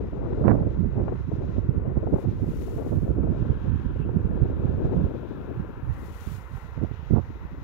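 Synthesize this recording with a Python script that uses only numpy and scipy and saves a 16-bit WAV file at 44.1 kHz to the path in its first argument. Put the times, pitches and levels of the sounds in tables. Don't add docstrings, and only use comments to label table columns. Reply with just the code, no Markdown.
import sys
import numpy as np
from scipy import signal
from scipy.fft import rfft, irfft, next_fast_len
from scipy.io import wavfile
from scipy.ndimage import uniform_filter1d, map_coordinates

SR = 44100
rng = np.random.default_rng(int(sys.argv[2]) if len(sys.argv) > 2 else 0)


def wrap_up_sound(samples):
    columns = np.atleast_2d(samples).T
    tamed = np.clip(columns, -1, 1)
    steps = np.round(tamed * 32767).astype(np.int16)
    wavfile.write(sys.argv[1], SR, steps)


N = 336483
TIME = np.arange(N) / SR
BAND_HZ = 22 * 2 ** np.arange(0, 8, 1 / 3)
TOP_HZ = 15750

# time_s, left_relative_db, right_relative_db
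AIRFLOW = [(0.1, -36.5, -30.5), (0.45, -26.5, -24), (1.2, -36, -27), (1.7, -31, -25.5), (2.75, -31, -30.5),
           (3.3, -28.5, -27), (3.8, -34, -27), (4.3, -30, -24.5), (5.0, -27.5, -26), (5.2, -29.5, -38),
           (5.8, -37, -36.5), (6.5, -47.5, -37.5), (7.0, -47, -33), (7.6, -36.5, -35.5)]
# crest_s, lift_db, half_width_s (to 1/e), cutoff_lift_octaves
GUSTS = [(0.01, 11.5, 0.077, 0.42), (0.256, 5.5, 0.16, 1.1), (0.596, 4, 0.062, 0.53),
         (0.997, 7, 0.029, 1.8), (1.1, 7, 0.055, 1.7), (1.402, 4, 0.073, 1.1), (1.886, 0.5, 0.039, 1.2),
         (2.15, 6.5, 0.078, 0.9), (2.587, 5, 0.06, -0.39), (2.795, 3.5, 0.053, 1.1),
         (4.845, 6.5, 0.047, -0.16), (4.939, 4, 0.039, 0.94), (5.526, 6, 0.031, 0.26),
         (6.05, 7, 0.14, 0.35), (6.809, 7, 0.083, -0.14), (7.127, 11, 0.073, -0.83), (7.317, 6, 0.035, 1.4)]
# lowest_s, change_db, half_width_s (to 1/e)
LULLS = [(0.732, -6, 0.0054), (2.212, -11, 0.019)]
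# onset_s, relative_db, eddy_cutoff_hz
FLUTTERS = [(0.406, -31, 800), (0.978, -33.5, 845), (1.078, -35, 1750), (1.119, -34.5, 1200),
            (1.315, -33, 800), (2.028, -33.5, 1050), (2.066, -32.5, 950), (2.133, -25.5, 884),
            (2.157, -30, 1050), (2.181, -32.5, 1040), (2.245, -35.5, 900), (2.819, -38, 900),
            (2.863, -33.5, 900), (3.099, -35, 630), (4.371, -36.5, 900), (4.45, -30.5, 920),
            (4.934, -31, 765)]
# crest_s, relative_db, half_width_s (to 1/e^2), eddy_cutoff_hz
BUFFETS = [(0.453, -14.5, 0.051, 800), (0.485, -10.5, 0.041, 1450), (0.513, -10.5, 0.025, 1200),
           (0.543, -17.5, 0.064, 780), (0.612, -21, 0.025, 602), (0.666, -16.5, 0.023, 380),
           (0.802, -13, 0.017, 270), (0.85, -18.5, 0.045, 340), (1.005, -22.5, 0.1, 487),
           (1.336, -27.5, 0.027, 646), (1.384, -22.5, 0.0088, 260), (1.585, -13.5, 0.012, 390),
           (1.694, -10, 0.015, 297), (1.772, -20, 0.035, 320), (1.88, -20.5, 0.02, 260),
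           (1.971, -14, 0.02, 497), (2.07, -23.5, 0.018, 350), (2.136, -12, 0.022, 517),
           (2.281, -16, 0.027, 278), (2.428, -17.5, 0.023, 302), (2.495, -19.5, 0.028, 310),
           (2.77, -25, 0.02, 400), (2.927, -20, 0.034, 720), (2.972, -15.5, 0.035, 275),
           (3.035, -18, 0.029, 200), (3.103, -16, 0.024, 322), (3.194, -19.5, 0.067, 395),
           (3.247, -16.5, 0.021, 310), (3.305, -17, 0.038, 334), (3.417, -15, 0.018, 218),
           (3.503, -14.5, 0.028, 209), (3.69, -19, 0.042, 282), (3.742, -18, 0.047, 242),
           (3.861, -18, 0.019, 220), (4.001, -19, 0.021, 290), (4.096, -20.5, 0.0097, 600),
           (4.162, -14.5, 0.034, 330), (4.257, -18, 0.022, 180), (4.336, -20.5, 0.016, 150),
           (4.426, -9.5, 0.016, 265), (4.652, -17, 0.02, 285), (4.692, -17.5, 0.019, 280),
           (4.747, -22.5, 0.013, 197), (4.855, -16, 0.01, 300), (4.976, -15, 0.029, 312),
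           (5.037, -15.5, 0.04, 240), (5.597, -23.5, 0.043, 213), (5.84, -24, 0.019, 110),
           (5.902, -18.5, 0.036, 85), (6.275, -23, 0.012, 258), (6.328, -28, 0.064, 174),
           (6.552, -27, 0.032, 137), (6.783, -26, 0.03, 376), (6.833, -18.5, 0.033, 550),
           (6.916, -21, 0.0093, 340), (7.109, -13.5, 0.014, 448), (7.135, -8.5, 0.021, 340),
           (7.161, -17, 0.023, 910), (7.182, -17.5, 0.03, 850), (7.215, -25, 0.04, 110),
           (7.453, -23.5, 0.017, 91.5)]
# frequency_hz, relative_db
TREES_LEFT_SPECTRUM = [(200, -9), (480, -0.5), (650, -8), (900, -1.5), (1030, -0.5), (1210, -7), (1370, -2),
                       (1880, -16), (2300, -16.5), (2600, -16), (2850, -20), (5000, -45.5)]
# frequency_hz, relative_db
TREES_RIGHT_SPECTRUM = [(200, -3.5), (450, 4.5), (650, -5), (1000, -2.5), (1800, -8.5), (2300, -19),
                        (2800, -38.5), (5000, -58)]
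# time_s, relative_db
TREES_LEVEL = [(0, -50.5), (2.9, -51), (3.7, -47), (4.2, -49), (5.6, -47), (7.6, -49.5)]
# time_s, centre_hz, level_db (against the trees)
SUPPRESSOR_BAND = [(2.9, 1950, -14), (3.2, 1558, -13.5), (3.7, 1624, -9), (4.6, 1570, -11.5),
                   (5.75, 1620, -11.5), (6.0, 1940, -10)]
# frequency_hz, relative_db
GRASS_SPECTRUM = [(1500, -10.5), (2500, 3), (3100, -3.5), (3950, -0.5), (4300, -8), (6800, -11),
                  (7800, -25), (14000, -33)]
# time_s, relative_db
GRASS_LEVEL = [(0.05, -66), (0.45, -62.5), (0.9, -68), (1.55, -60.5), (1.85, -73), (2.3, -61.5),
               (3.22, -70), (3.4, -63), (3.85, -65.5), (4.2, -70), (4.9, -64), (5.8, -66.5), (7.05, -61.5),
               (7.6, -64)]
# frequency_hz, relative_db
HISS_SPECTRUM = [(3000, -11), (9300, -16.5), (10500, -1), (12000, 3.5)]
# crest_s, relative_db, rise_s, fall_s (both to 1/e)
STROKES = [(2.22, -62.5, 0.083, 0.027), (2.66, -56, 0.21, 0.2), (3.0, -65.5, 0.15, 0.14),
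           (6.06, -58.5, 0.13, 0.11), (6.26, -56.5, 0.12, 0.06), (6.36, -54.5, 0.095, 0.046),
           (6.57, -62.5, 0.15, 0.13)]
# frequency_hz, relative_db
BRUSH_SPECTRUM = [(1200, 4.5), (2500, 5.5), (3800, 2), (5000, -1), (7000, 1), (8200, -5), (12000, -0.5),
                  (14000, -3.5)]
# crest_s, level_db, half_width_s (to 1/e), centre_hz
RUSTLES = [(3.713, -65.5, 0.39, 3050), (4.55, -70.5, 0.23, 3520), (5.13, -68.5, 0.4, 3380),
           (7.0, -63, 0.09, 2800)]
# time_s, pitch_hz
CHIRP = [(3.985, 2630), (4.01, 2830), (4.03, 2580), (4.065, 3000)]

REFERENCE_DB = -33
LEFT_EDDY_HZ, LEFT_OCTAVES_PER_DB = 413, 0.16
RIGHT_EDDY_HZ, RIGHT_OCTAVES_PER_DB = 118, 0.0445
HISS_START_DB, HISS_END_DB, HISS_GROWTH_S = -81, -75, 5.2
STROKE_SHAPE = 1.5


def undb(db):
    return 10 ** (np.asarray(db) / 20)


def unit(x):
    return x / np.sqrt(np.mean(x ** 2))


def steady(x, samples):
    power = uniform_filter1d(uniform_filter1d(x ** 2, samples), samples)
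    return x / np.sqrt(power + 1e-18)


def curves(table):
    time_s, *columns = np.transpose(table)
    return [np.interp(TIME, time_s, column) for column in columns]


def freqs(count):
    return np.maximum(np.arange(count // 2 + 1) * SR / count, 1)


def walk(rate_hz, count=N):
    steps = np.arange(count) / SR * rate_hz + rng.random()
    points = rng.standard_normal(int(steps[-1]) + 3)
    return map_coordinates(points, [steps], order=2, mode="mirror")


def coloured(spectrum, lag_s=0, noise=None):
    hz, db = np.transpose(spectrum)
    count = next_fast_len(N)
    f = freqs(count)
    gain = undb(np.interp(np.log(f), np.log(hz), db)) * np.minimum(f / hz[0], 1) ** 2
    noise = rng.standard_normal(N) if noise is None else noise
    delay = np.exp(-2j * np.pi * f * lag_s)
    return unit(irfft(rfft(noise, count) * gain * delay, count)[:N])


def butter(x, hz, kind, order):
    return signal.sosfilt(signal.butter(order, hz, kind, fs=SR, output="sos"), x)


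def resonance(f, hz, width_hz):
    return 1 / (1 + 1j * (f * f - hz * hz) / (f * width_hz))


def rumble(f, peak_hz=76, width_hz=92, low_cut_hz=40):
    return np.abs(resonance(f, peak_hz, width_hz)) / np.sqrt(1 + (low_cut_hz / f) ** 10)


def hollow_port(f, hollow_db=1.0):
    hollow = np.abs(resonance(f, hz=345.0, width_hz=326)) ** 2
    return np.hypot(rumble(f), undb(hollow_db) * hollow)


def fade(f, cutoff_hz, steepness=1.74):
    return np.exp(-(f / cutoff_hz) ** steepness)


def turbulence(port, level_db, cutoff_hz, flutter_db, flutter_rate_hz, sway, steady_samples,
               spike=0.28, spike_rate_hz=210):
    count = next_fast_len(N)
    f = freqs(count)
    noise = rfft(rng.standard_normal(count)) * port(f)
    surge = walk(flutter_rate_hz)
    cutoff_hz = cutoff_hz * np.exp(sway * surge + spike * walk(spike_rate_hz))
    stream = 0
    for hz in BAND_HZ:
        share = np.maximum(1 - np.abs(3 * np.log2(f / hz)), 0)
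        stream = stream + irfft(noise * share, count)[:N] * fade(hz, cutoff_hz)
    return steady(stream * undb(flutter_db * surge), steady_samples) * undb(level_db)


def wind():
    return np.array([left_port(), right_port()])


def left_port(gain_db=-1):
    level_db, _ = curves(AIRFLOW)
    octaves = LEFT_OCTAVES_PER_DB * (level_db - REFERENCE_DB)
    for crest_s, lift_db, half_width_s, lift_octaves in GUSTS:
        swell = np.exp(-((TIME - crest_s) / half_width_s) ** 2)
        level_db = level_db + lift_db * swell
        octaves = octaves + lift_octaves * swell
    stream = turbulence(hollow_port, level_db + gain_db + lulls(), LEFT_EDDY_HZ * 2 ** octaves,
                        flutter_db=2.0, flutter_rate_hz=55, sway=0.19, steady_samples=3000)
    return stream + flutters()


def right_port(gain_db=1):
    _, level_db = curves(AIRFLOW)
    cutoff_hz = RIGHT_EDDY_HZ * 2 ** (RIGHT_OCTAVES_PER_DB * (level_db - REFERENCE_DB))
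    stream = turbulence(rumble, level_db + gain_db + lulls(), cutoff_hz,
                        flutter_db=2.5, flutter_rate_hz=45, sway=0.42, steady_samples=1600)
    return butter(stream + buffets(), 2600, "low", order=5)


def far_trees(right_db=-5.0, flicker_db=0.82, apart=.55):
    trees_db, = curves(TREES_LEVEL)
    shared = rng.standard_normal(N)
    at_left, at_right = shared + apart * rng.standard_normal((2, N))
    gust = undb(trees_db + flicker_db * walk(12))
    left = coloured(TREES_LEFT_SPECTRUM, lag_s=0.00012, noise=at_left)
    right = undb(right_db) * coloured(TREES_RIGHT_SPECTRUM, noise=at_right)
    return np.array([gust * (left + suppressor_band()), np.sqrt(gust * np.mean(gust)) * right])


def suppressor_band(width_hz=380):
    centre_hz, level_db = curves(SUPPRESSOR_BAND)
    phase = 2 * np.pi * np.cumsum(centre_hz) / SR
    return undb(level_db) * (walk(width_hz) * np.cos(phase) + walk(width_hz) * np.sin(phase))


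def near_grass(gain_db=-1, flicker_db=1.4, right_db=-21):
    grass_db, = curves(GRASS_LEVEL)
    grass = np.array([coloured(GRASS_SPECTRUM), undb(right_db) * coloured(GRASS_SPECTRUM)])
    return grass * undb(grass_db + gain_db + flicker_db * walk(22))


def hiss(right_db=-1):
    level_db = np.interp(TIME, [0, HISS_GROWTH_S], [HISS_START_DB, HISS_END_DB])
    noise = np.array([coloured(HISS_SPECTRUM), undb(right_db) * coloured(HISS_SPECTRUM)])
    return undb(level_db) * noise


def buffets(gain_db=0, ragged_db=6.0, ragged_rate_hz=240, flap_db=1.4, flap_rate_hz=70,
            bright_db=2.5, count=16384):
    out, f = np.zeros(N + 2 * count), freqs(count)
    t = (np.arange(count) - count // 2) / SR
    deep = fade(f, 230, steepness=2.8)
    for crest_s, db, half_width_s, cutoff_hz in BUFFETS:
        swell = np.exp(-2 * (t / half_width_s) ** 2)
        shape = rumble(f, peak_hz=96, width_hz=114.5, low_cut_hz=45.6) * fade(f, cutoff_hz)
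        noise = rfft(rng.standard_normal(count)) * shape
        thump = unit(swell * steady(irfft(noise * deep), 1100))
        ragged = undb(ragged_db * walk(ragged_rate_hz, count) + flap_db * walk(flap_rate_hz, count))
        rattle = unit(swell ** 1.8 * steady(irfft(noise * (1 - deep)) * ragged, 1500))
        rattle_share = np.linalg.norm(shape * (1 - deep)) / np.linalg.norm(shape * deep)
        buffet = unit(thump + undb(bright_db) * rattle_share * rattle)
        start = int(crest_s * SR) + count // 2
        out[start:start + count] += buffet * np.sqrt(np.mean(swell ** 2)) * undb(db + gain_db)
    return out[count:count + N]


def flutters(gain_db=8, rise_s=0.0039, width_share=0.48, count=4096):
    out, f = np.zeros(N + count), freqs(count)
    age = np.arange(count) / SR / rise_s
    swell = age * np.exp(1 - age)
    for onset_s, db, cutoff_hz in FLUTTERS:
        hollow = np.abs(resonance(f, hz=366, width_hz=width_share * cutoff_hz)) ** 2
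        noise = rfft(rng.standard_normal(count))
        puff = unit(swell * irfft(noise * hollow * fade(f, cutoff_hz)))
        start = int(onset_s * SR)
        out[start:start + count] += puff * np.sqrt(np.mean(swell ** 2)) * undb(db + gain_db)
    return out[:N]


def lulls():
    return sum(db * np.exp(-((TIME - lowest_s) / half_width_s) ** 2)
               for lowest_s, db, half_width_s in LULLS)


def brushing(gain_db=2, grain_db=0.9, grain_rate_hz=500, drag_db=1.2, drag_rate_hz=35, right_db=-26):
    stroke = 0
    for crest_s, db, rise_s, fall_s in STROKES:
        side_s = np.where(TIME < crest_s, rise_s, fall_s)
        stroke = stroke + undb(db) * np.exp(-(np.abs(TIME - crest_s) / side_s) ** STROKE_SHAPE)
    rub = stroke * undb(gain_db + grain_db * walk(grain_rate_hz) + drag_db * walk(drag_rate_hz))
    return rub * np.array([coloured(BRUSH_SPECTRUM), undb(right_db) * coloured(BRUSH_SPECTRUM)])


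def dry_grass(width_hz=1300, right_db=-27, shape=6):
    count = next_fast_len(N)
    f = freqs(count)
    rustle = 0
    for crest_s, db, half_width_s, hz in RUSTLES:
        noise = rfft(rng.standard_normal((2, count)))
        band = unit(irfft(noise * resonance(f, hz, width_hz) ** 3, count)[:, :N])
        swell = np.exp(-np.abs((TIME - crest_s) / half_width_s) ** shape)
        rustle = rustle + undb(db) * swell * band
    return rustle * undb([[0], [right_db]])


def far_bird(level_db=-60.0, blur=1.4, blur_rate_hz=480, right_db=-14):
    pitch_hz, = curves(CHIRP)
    start_s, end_s = CHIRP[0][0], CHIRP[-1][0]
    progress = np.clip((TIME - start_s) / (end_s - start_s), 0, 1)
    phase = 2 * np.pi * np.cumsum(pitch_hz) / SR
    in_phase = (1 + blur * walk(blur_rate_hz)) * np.cos(phase)
    tone = unit(in_phase + blur * walk(blur_rate_hz) * np.sin(phase))
    swell = np.sqrt(np.abs(np.sin(np.pi * progress)))
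    return tone * swell * undb(level_db) * undb([[0], [right_db]])


def scene():
    return wind() + far_trees() + near_grass() + hiss() + brushing() + dry_grass() + far_bird()


def record(dry, ceiling=0.79, fade_in_s=.004):
    rounded = ceiling * np.tanh(dry / ceiling)
    sound = butter(rounded, 26, "high", order=3) * np.minimum(TIME / fade_in_s, 1)
    top_cut = signal.ellip(14, .1, 100, TOP_HZ, fs=SR, output="sos")
    return signal.sosfilt(top_cut, sound, axis=-1)


dry = scene()
out = record(dry)
wrap_up_sound(out)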